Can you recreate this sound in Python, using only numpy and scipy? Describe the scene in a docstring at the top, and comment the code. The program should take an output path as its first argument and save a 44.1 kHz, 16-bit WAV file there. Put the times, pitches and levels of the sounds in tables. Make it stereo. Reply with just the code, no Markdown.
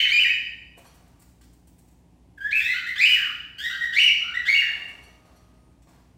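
"""A bare garage rings with the loud, harsh calls of a cockatiel perched on the door's steel brace.
Its syrinx whistles gliding shrieks and chirps, and throbs into a screech when pushed.
Between calls it shuffles along the metal with faint claw taps and soft squeaks; its first step
rings the hollow brace. Late on, the door panel sings faintly and a thin whistle arches high above.
Mains hum and a low rumble lie under it all."""
import sys
import numpy as np
from scipy import signal
from scipy.fft import rfft, irfft, next_fast_len
from scipy.io import wavfile

SR = 44100
rng = np.random.default_rng(int(sys.argv[2]) if len(sys.argv) > 2 else 0)


def dump_mix(stems):
    """Bounce the given channels to the path in sys.argv[1] as a 16-bit WAV at rate SR."""
    frames = np.atleast_2d(stems).T  # one column per channel
    limited = np.clip(frames, -1, 1)  # hard clip at full scale
    pcm = np.round(limited * 32767).astype(np.int16)
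    wavfile.write(sys.argv[1], SR, pcm)


N = 272097
TIME = np.arange(N) / SR
LEAD = SR // 4   # samples before time zero: the first shriek is already under way
# claws touching the steel: t/s, click of the tip/dB, duller knock of the toe/dB
FOOTFALLS = [(0.7773, -45, -58), (0.9406, -52, -60), (1.0744, -61, -64), (1.192, -51.5, -59),
             (1.213, -51, -50.5), (1.288, -58.5, -55), (1.4092, -52, -44.5), (1.4341, -55, -53),
             (1.5274, -53, -57), (1.6701, -49, -50), (1.781, -49, -54), (1.8771, -57, -54.5),
             (1.9084, -61, -62), (4.883, -53.5, -52.5), (5.2534, -67, -61), (5.3644, -65, -56),
             (5.819, -60.5, -51), (5.885, -55, -52)]


def from_db(db):
    """Decibels to gain."""
    return 10 ** (np.asarray(db) / 20)


def rms_one(x):
    """Scale to an rms of 1."""
    return x / np.sqrt(np.mean(x ** 2) + 1e-20)


def at_hz(points, hz):
    """Read a curve on a log-frequency axis."""
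    points = np.array(points)
    return np.interp(np.log(np.maximum(hz, 1)), np.log(points[:, 0]), points[:, 1])


def colour(x, spectrum):
    """Shape a signal with an EQ curve; rms 1."""
    size = next_fast_len(x.shape[-1])
    gain = from_db(at_hz(spectrum, np.fft.rfftfreq(size, 1 / SR)))
    return rms_one(irfft(rfft(x, size) * gain, size)[..., :x.shape[-1]])


def flutter(size, low_hz, high_hz):
    """Random wobble between two rates; rms 1."""
    band = signal.butter(2, [low_hz, high_hz], "band", fs=SR, output="sos")
    return rms_one(signal.sosfilt(band, rng.standard_normal(2 * size))[size:])


def tones(lines):
    """Steady sines in random phase."""
    return sum(np.sqrt(2) * from_db(db) * np.sin(2 * np.pi * (hz * TIME + rng.random()))
               for hz, db in lines)


def syrinx(times, corners, throb_hz=115, pitch_dip=.13, pitch_lift=.056, fade_s=.006):
    """The syrinx whistles a glide; when pushed it throbs, each throb dragging the pitch into a screech."""
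    # strength of the overtones by where they fall: f/Hz, level/dB
    overtone_eq = [(2600, 11), (3500, 7.5), (4800, -4), (5600, -9.5), (6300, -13.5), (7300, -12),
                   (9000, -28.5), (11000, -28), (13000, -31.5), (15000, -26.5)]
    # air hiss at the syrinx: f/Hz, density/dB
    rasp_eq = [(1000, -34), (1500, 21.5), (3500, 3.5), (5500, 3.5), (8000, 4), (10000, -7), (12500, 1.5),
               (15000, 0.5)]
    sounding = int(times[0] * SR) + np.arange(SR // 2)
    t, size = sounding / SR, len(sounding)
    pitch, tone_db, overtone_db, rasp_db, rough = [np.interp(t, times, c) for c in np.transpose(corners)]
    # the membranes slacken unevenly: lower and softer at once
    throb = 2 * np.pi * np.cumsum(throb_hz * (1 + .22 * flutter(size, 10, 83.2))) / SR
    slack = np.sin(throb / 2) ** 2 * (1 + .8 * np.tanh(flutter(size, 30, 160)))
    waver = .0084 * flutter(size, 60, 100.1)
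    pitch = pitch * (1 + rough * (pitch_lift - pitch_dip * slack ** 2) + waver)
    phase = 2 * np.pi * np.cumsum(pitch) / SR
    tremor = 2.5 * (3 - slack) + 2 * flutter(size, 32.3, 110)
    pulsing = rms_one(from_db(np.sqrt(rough) * tremor))
    beak_db = -.5 * rng.standard_normal(10)   # the beak is held a little differently for every call
    overtones = 0
    for k in range(2, 10):
        gain = from_db(at_hz(overtone_eq, k * pitch) + beak_db[k] * (k > 3))
        overtones += gain * (k * pitch < SR / 2) * np.sin(k * phase)
    voiced = np.sqrt(2) * (from_db(tone_db) * np.sin(phase) + from_db(overtone_db) * overtones)
    puffs = rng.standard_normal(size) * (1 + .7 * np.sin(phase))   # air escapes once a cycle
    rasp = from_db(rasp_db + 1) * colour(puffs, rasp_eq)
    edges = np.clip((t - t[0]) / fade_s, 0, 1) * np.clip((times[-1] + fade_s - t) / fade_s, 0, 1)
    out = np.zeros(LEAD + N)
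    out[LEAD + sounding] = (voiced + rasp) * pulsing * edges
    return out


def shriek(s, scoop_s, ledge_s, top_s, fall_s, growl_hz, ledge_hz, top_hz, end_hz,
           ledge_db, swell_db, top_db, fall_db, ledge_overtones_db, top_overtones_db, rasp_db,
           ledge_rough, top_rough):
    """A growl scoops up to a ledge, leaps to the top note, breaks to the low register and dies away."""
    leap_s, drop_s, break_hz = .008, .016, 1867
    growl_s, growl_rough, fall_rough = .48 * scoop_s, .78, .55
    # each corner: pitch, fundamental, overtones, rasp, roughness
    growl_db = np.array([-38, -44.5, -62.5])
    start = (growl_hz, *growl_db, growl_rough)
    growl = (growl_hz + 262.6, *(growl_db + 8.5), growl_rough)   # creeps upward and swells
    ledge = (ledge_hz, ledge_db, ledge_overtones_db, rasp_db - 10.5, ledge_rough)
    brink = (ledge_hz, ledge_db + swell_db, *ledge[2:])
    top = (top_hz, top_db, top_overtones_db, rasp_db, top_rough)
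    falling_db = np.array([fall_db, fall_db - 25, rasp_db - 11])
    fall = (max(break_hz, end_hz), *falling_db, fall_rough)
    end = (end_hz, *(falling_db - 15.5), fall_rough)
    times = np.cumsum([s, growl_s, scoop_s - growl_s, ledge_s, leap_s, top_s, drop_s, fall_s])
    return syrinx(times, [start, growl, ledge, brink, top, top, fall, end])


def bird(lowest_hz=1140):
    """All shrieks and chirps; the small throat radiates nothing low."""
    # shrieks: t/s, scoop/s, ledge/s, top/s, fall/s, growl/Hz, ledge/Hz, top/Hz, end/Hz,
    # ledge/dB, swell along the ledge/dB, top/dB, fall/dB, ledge overtones/dB, top overtones/dB,
    # rasp/dB, ledge roughness/0-1, top roughness/0-1
    shrieks = [(-0.12, 0.047, 0.027, 0.078, 0.021, 1700, 2155, 2986, 1732, -16.5, 5, -16, -23, -27.5, -34, -44, .7, .45),
               (0.073, 0.056, .06, .036, .05, 1700, 2425, 2960, 1800, -11.5, 2, -12, -19, -26, -34.5, -41.5, .03, 0.08),
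               (2.504, .028, .014, 0.043, 0.027, 1735, 2417, 2600, 1660, -11, -8.5, -15.5, -28, -58, -40.5, -37, 0.21, .13),
               (2.952, .068, .03, .088, 0.14, 1470, 2447, 2922, 1222, -10, -1.5, -14.5, -24.5, -25, -37, -36, 0.5, .32),
               (3.922, .053, 0.011, 0.084, 0.031, 1466, 2254, 2869, 2283, -13, 4.5, -13, -16, -27.5, -27, -51.5, 0.33, 0.4),
               (4.448, .047, 0.047, 0.055, 0.081, 1505, 2231, 2797, 1662, -6.5, -19, -16.5, -22, -27.5, -40.5, -43, 0.1, .28)]
    # chirps: t/s, slide/s, hold/s, start/Hz, held/Hz, level/dB, swell/dB, overtones/dB, rasp/dB,
    # roughness/0-1
    chirps = [(0.285, .021, 0.011, 2040, 2544, -17, 7, -43, -49, 0.2),
              (2.373, 0.01, .006, 1780, 1618, -36, 11, -66.5, -55.5, 0.15),
              (2.401, 0.072, .022, 1567, 1730, -21, 14.5, -55, -56, 0.14),
              (2.593, 0.11, 0.053, 1625, 2028, -21.5, 17.5, -38.5, -45, 0.42),
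              (2.734, 0.037, .035, 1363, 1500, -31.5, -0.5, -43.5, -66, 0.54),
              (2.86, 0.0245, .045, 1683, 2024, -26, 2, -44.5, -46.5, 0.37),
              (3.58, 0.077, .062, 1522, 1884, -24, 20, -38.5, -44.5, 0.37),
              (3.695, 0.049, .045, 1404, 1560, -31.5, 3, -46, -63, 0.49),
              (3.806, 0.036, 0.025, 1884, 1893, -21, 3, -42, -49.5, 0.2),
              (4.21, 0.11, .025, 1305, 1490, -36, 2.5, -58.5, -74, 0.3),
              (4.338, 0.018, .045, 1714, 1945, -22, 9.5, -42.5, -55, 0.29)]
    calls = sum(shriek(*row) for row in shrieks) + sum(chirp(*row) for row in chirps)
    return signal.sosfilt(signal.butter(8, lowest_hz, "high", fs=SR, output="sos"), calls + 1e-18)


def garage(x, early_db=-1, early_s=.013, build_s=.012):
    """The door close by throws back early echoes; then a diffuse tail, shortest in the bass."""
    # the bare room's decay: f/Hz, t60/s
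    decays = [(500, 0.31), (1500, 0.73), (2700, 0.75), (5000, 0.77), (8000, 0.61), (14000, 0.67)]
    t = TIME[:SR]
    hz = np.fft.rfftfreq(SR, 1 / SR)
    white = rfft(rng.standard_normal((2, SR)))
    centres = np.log([f for f, _ in decays])
    tail = 0
    for share, (_, t60) in zip(np.eye(len(centres)), decays):
        band = irfft(white * np.interp(np.log(hz + 1), centres, share), SR)
        tail += band * from_db(-60 * t / t60)
    tail *= (1 - np.exp(-t / build_s)) / np.sqrt(.029 * SR)
    early = rng.standard_normal((2, SR)) * np.exp(-t / early_s) / np.sqrt(early_s * SR / 2)
    return signal.fftconvolve(x[None], tail + from_db(early_db) * early, axes=1)[:, :len(x)]


def rumble(level_db=-55.5):
    """Low room tone, centred in the bass and wide in the treble."""
    # room tone: f/Hz, density/dB
    rumble_eq = [(25, -30), (40, -16.5), (56, -1), (80, -5.5), (170, -8), (210, -17), (280, -9.5),
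                 (420, -20), (560, -23), (720, -21.5), (950, -23.5), (1300, -35), (2500, -33.5),
                 (4000, -39), (9000, -39.5), (15500, -50.5)]
    # how alike left and right are: f/Hz, correlation/0-1
    likeness = [(60, 0.94), (250, 0.98), (500, 0.77), (1000, 0.59), (8000, 0.071)]
    mid, side = rfft(rng.standard_normal((2, N)))
    alike = at_hz(likeness, np.fft.rfftfreq(N, 1 / SR))
    air = irfft(np.sqrt(1 + alike) * mid + np.sqrt(1 - alike) * side * [[1], [-1]], N)
    return from_db(level_db) * colour(air, rumble_eq)


def mains_hum(trim_db=-1):
    """The mains drone on a few steady low tones."""
    # hum partials: f/Hz, level/dB
    partials = [(59.2, -58), (118.4, -66), (177.6, -63), (247.6, -66.5)]
    return from_db(trim_db) * tones(partials)


def chirp(s, slide_s, hold_s, start_hz, held_hz, level_db, swell_db, overtones_db, rasp_db, rough):
    """A reedy note slides to a held pitch and fades there; most rise and fill out on the way."""
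    start = (start_hz, level_db - swell_db, overtones_db - 2, rasp_db - 2, rough)
    full_db = np.array([level_db, overtones_db, rasp_db])
    held = (held_hz, *full_db, rough)
    faded = (held_hz, *(full_db - 7.5), rough)
    return syrinx(np.cumsum([s, slide_s, hold_s]), [start, held, faded])


def shuffles(rise_s=.0023):
    """Feet and tail rub the brace: soft, dull strokes that start quickly and die away."""
    # strokes: t/s, length/s, level/dB
    strokes = [(0.765, 0.12, -53.5), (0.841, 0.53, -59), (4.176, 0.67, -59.5), (4.694, 0.68, -52),
               (5.25, 0.59, -61.5), (5.87, 0.28, -58)]
    # rubbing on steel: f/Hz, density/dB
    rub_eq = [(200, -16), (380, 2), (520, -5), (700, -1), (1100, -2.5), (1600, -9), (3000, -14),
              (6500, -18), (14000, -29.5)]
    envelope = sum(from_db(db) * np.interp(TIME, [s, s + rise_s, s + rise_s + length], [0, 1, 0])
                   for s, length, db in strokes)
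    friction = rng.standard_normal(N) * from_db(4.2 * flutter(N, 19, 193.3))
    return envelope * colour(friction, rub_eq)


def claws(press_s=.003, skid_s=.01, grain_db=5, crossover_hz=6500):
    """A claw lands with a tick and skids in tiny slips; the tip gives the treble, the toe the rest."""
    # claw on steel: f/Hz, density/dB
    claw_eq = [(300, -19), (1500, 3.5), (3000, 0), (6000, 4), (8000, 8), (11000, -1.5), (15000, 1.5)]
    touches = np.zeros((2, N))
    for s, tip_db, toe_db in FOOTFALLS:
        touches[:, int(s * SR)] = from_db([tip_db, toe_db])
    press = np.exp(-1 / (press_s * SR))
    pressing = signal.lfilter([1 - press], [1, -press], touches + 1e-18)
    tip, toe = signal.lfilter([1], [1, -np.exp(-1 / (skid_s * SR))], pressing)
    slips = colour(rng.standard_normal(N) * from_db(grain_db * flutter(N, 73.4, 830)), claw_eq)
    bright, dull = [signal.sosfilt(signal.butter(3, crossover_hz, side, fs=SR, output="sos"), slips)
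                    for side in ("high", "low")]
    return tip * bright + toe * dull


def brace_thump():
    """The bird's weight sets the hollow brace ringing on the first step."""
    # brace modes: f/Hz, level/dB, t60/s
    modes = [(545, -53, .22), (610, -55, .2), (682, -50, 0.22), (820, -60, .2)]
    t = np.maximum(TIME - FOOTFALLS[0][0], 0)
    return sum(from_db(db - 60 * t / t60) * np.sin(2 * np.pi * hz * t) for hz, db, t60 in modes)


def squeaks():
    """Claws scrape the steel in husky squeaks: short swells of noise in a few narrow, fixed resonances."""
    # squeaks: t/s, length/s, level/dB
    cues = [(0.84, .06, -54), (4.88, .04, -59), (5.02, .04, -52), (5.35, .04, -60)]
    # their resonances: f/Hz, width/Hz, level/dB
    resonances = [(3250, 220, -5), (4400, 200, 1), (5850, 220, -1), (7500, 300, -7), (9300, 300, -4),
                  (11500, 400, -8)]
    swell = sum(from_db(db) * np.interp(TIME, [s, s + length / 2, s + length], [0, 1, 0])
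                for s, length, db in cues)
    husk = sum(from_db(db) * flutter(N, hz - width / 2, hz + width / 2) for hz, width, db in resonances)
    return swell * rms_one(husk)


def door_panel():
    """The door panel rings faintly in two modes that swell and fade near the end."""
    # panel modes: f/Hz, level/dB
    modes = [(630, -82), (1244, -82)]
    # their swell: t/s, gain/dB
    swell = [(4.6, -43), (5.15, 14.5), (5.6, 11), (5.9, -6), (6.17, -24.5)]
    return tones(modes) * from_db(np.interp(TIME, *np.transpose(swell)))


def whistle(start_s=5.51, length_s=.26, base_hz=7700, arch_hz=1400, level_db=-75):
    """A faint high tone arches up and falls back, loudest at the top."""
    arch = np.sin(np.pi * np.clip((TIME - start_s) / length_s, 0, 1))
    return from_db(level_db) * arch * np.sin(2 * np.pi * np.cumsum(base_hz + arch_hz * arch) / SR)


def microphone_ports(pair):
    """Two ports face different ways, so each colours its channel differently."""
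    # left over right: f/Hz, level/dB
    left_lean = [(700, 2.5), (1500, -0.15), (2800, -2.44), (4000, 1.5), (8000, 2), (13000, 1.66)]
    size = next_fast_len(N + SR)
    lean_db = at_hz(left_lean, np.fft.rfftfreq(size, 1 / SR))
    return irfft(rfft(pair, size) * from_db([lean_db / 2, -lean_db / 2]), size)[:, :N]


def scene(direct_db=-1, right_lag_s=.000092):
    """The bird is close and a little to the left; its sounds fill the garage over a quiet bed."""
    near = bird() + np.pad(claws() + brace_thump() + shuffles() + squeaks(), (LEAD, 0))
    t = np.arange(len(near)) / SR
    direct = np.array([near, np.interp(t - right_lag_s, t, near)])
    in_room = from_db(direct_db) * direct + garage(near)
    bed = (rumble() + door_panel() + mains_hum()) * from_db([[.9], [-.9]])   # leans left
    return microphone_ports(in_room[:, LEAD:]) + whistle() + bed


def record(dry, fade_s=.004, cutoff_hz=15800):
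    """A click-free fade-in, gently rounded peaks and a steep high cut."""
    fade_in = np.sin(np.pi / 2 * np.minimum(TIME / fade_s, 1)) ** 2
    rounded = fade_in * 1.495 * np.tanh(dry / 1.89)
    return signal.sosfilt(signal.ellip(10, .2, 80, cutoff_hz, fs=SR, output="sos"), rounded)


dry = scene()
out = record(dry)
dump_mix(out)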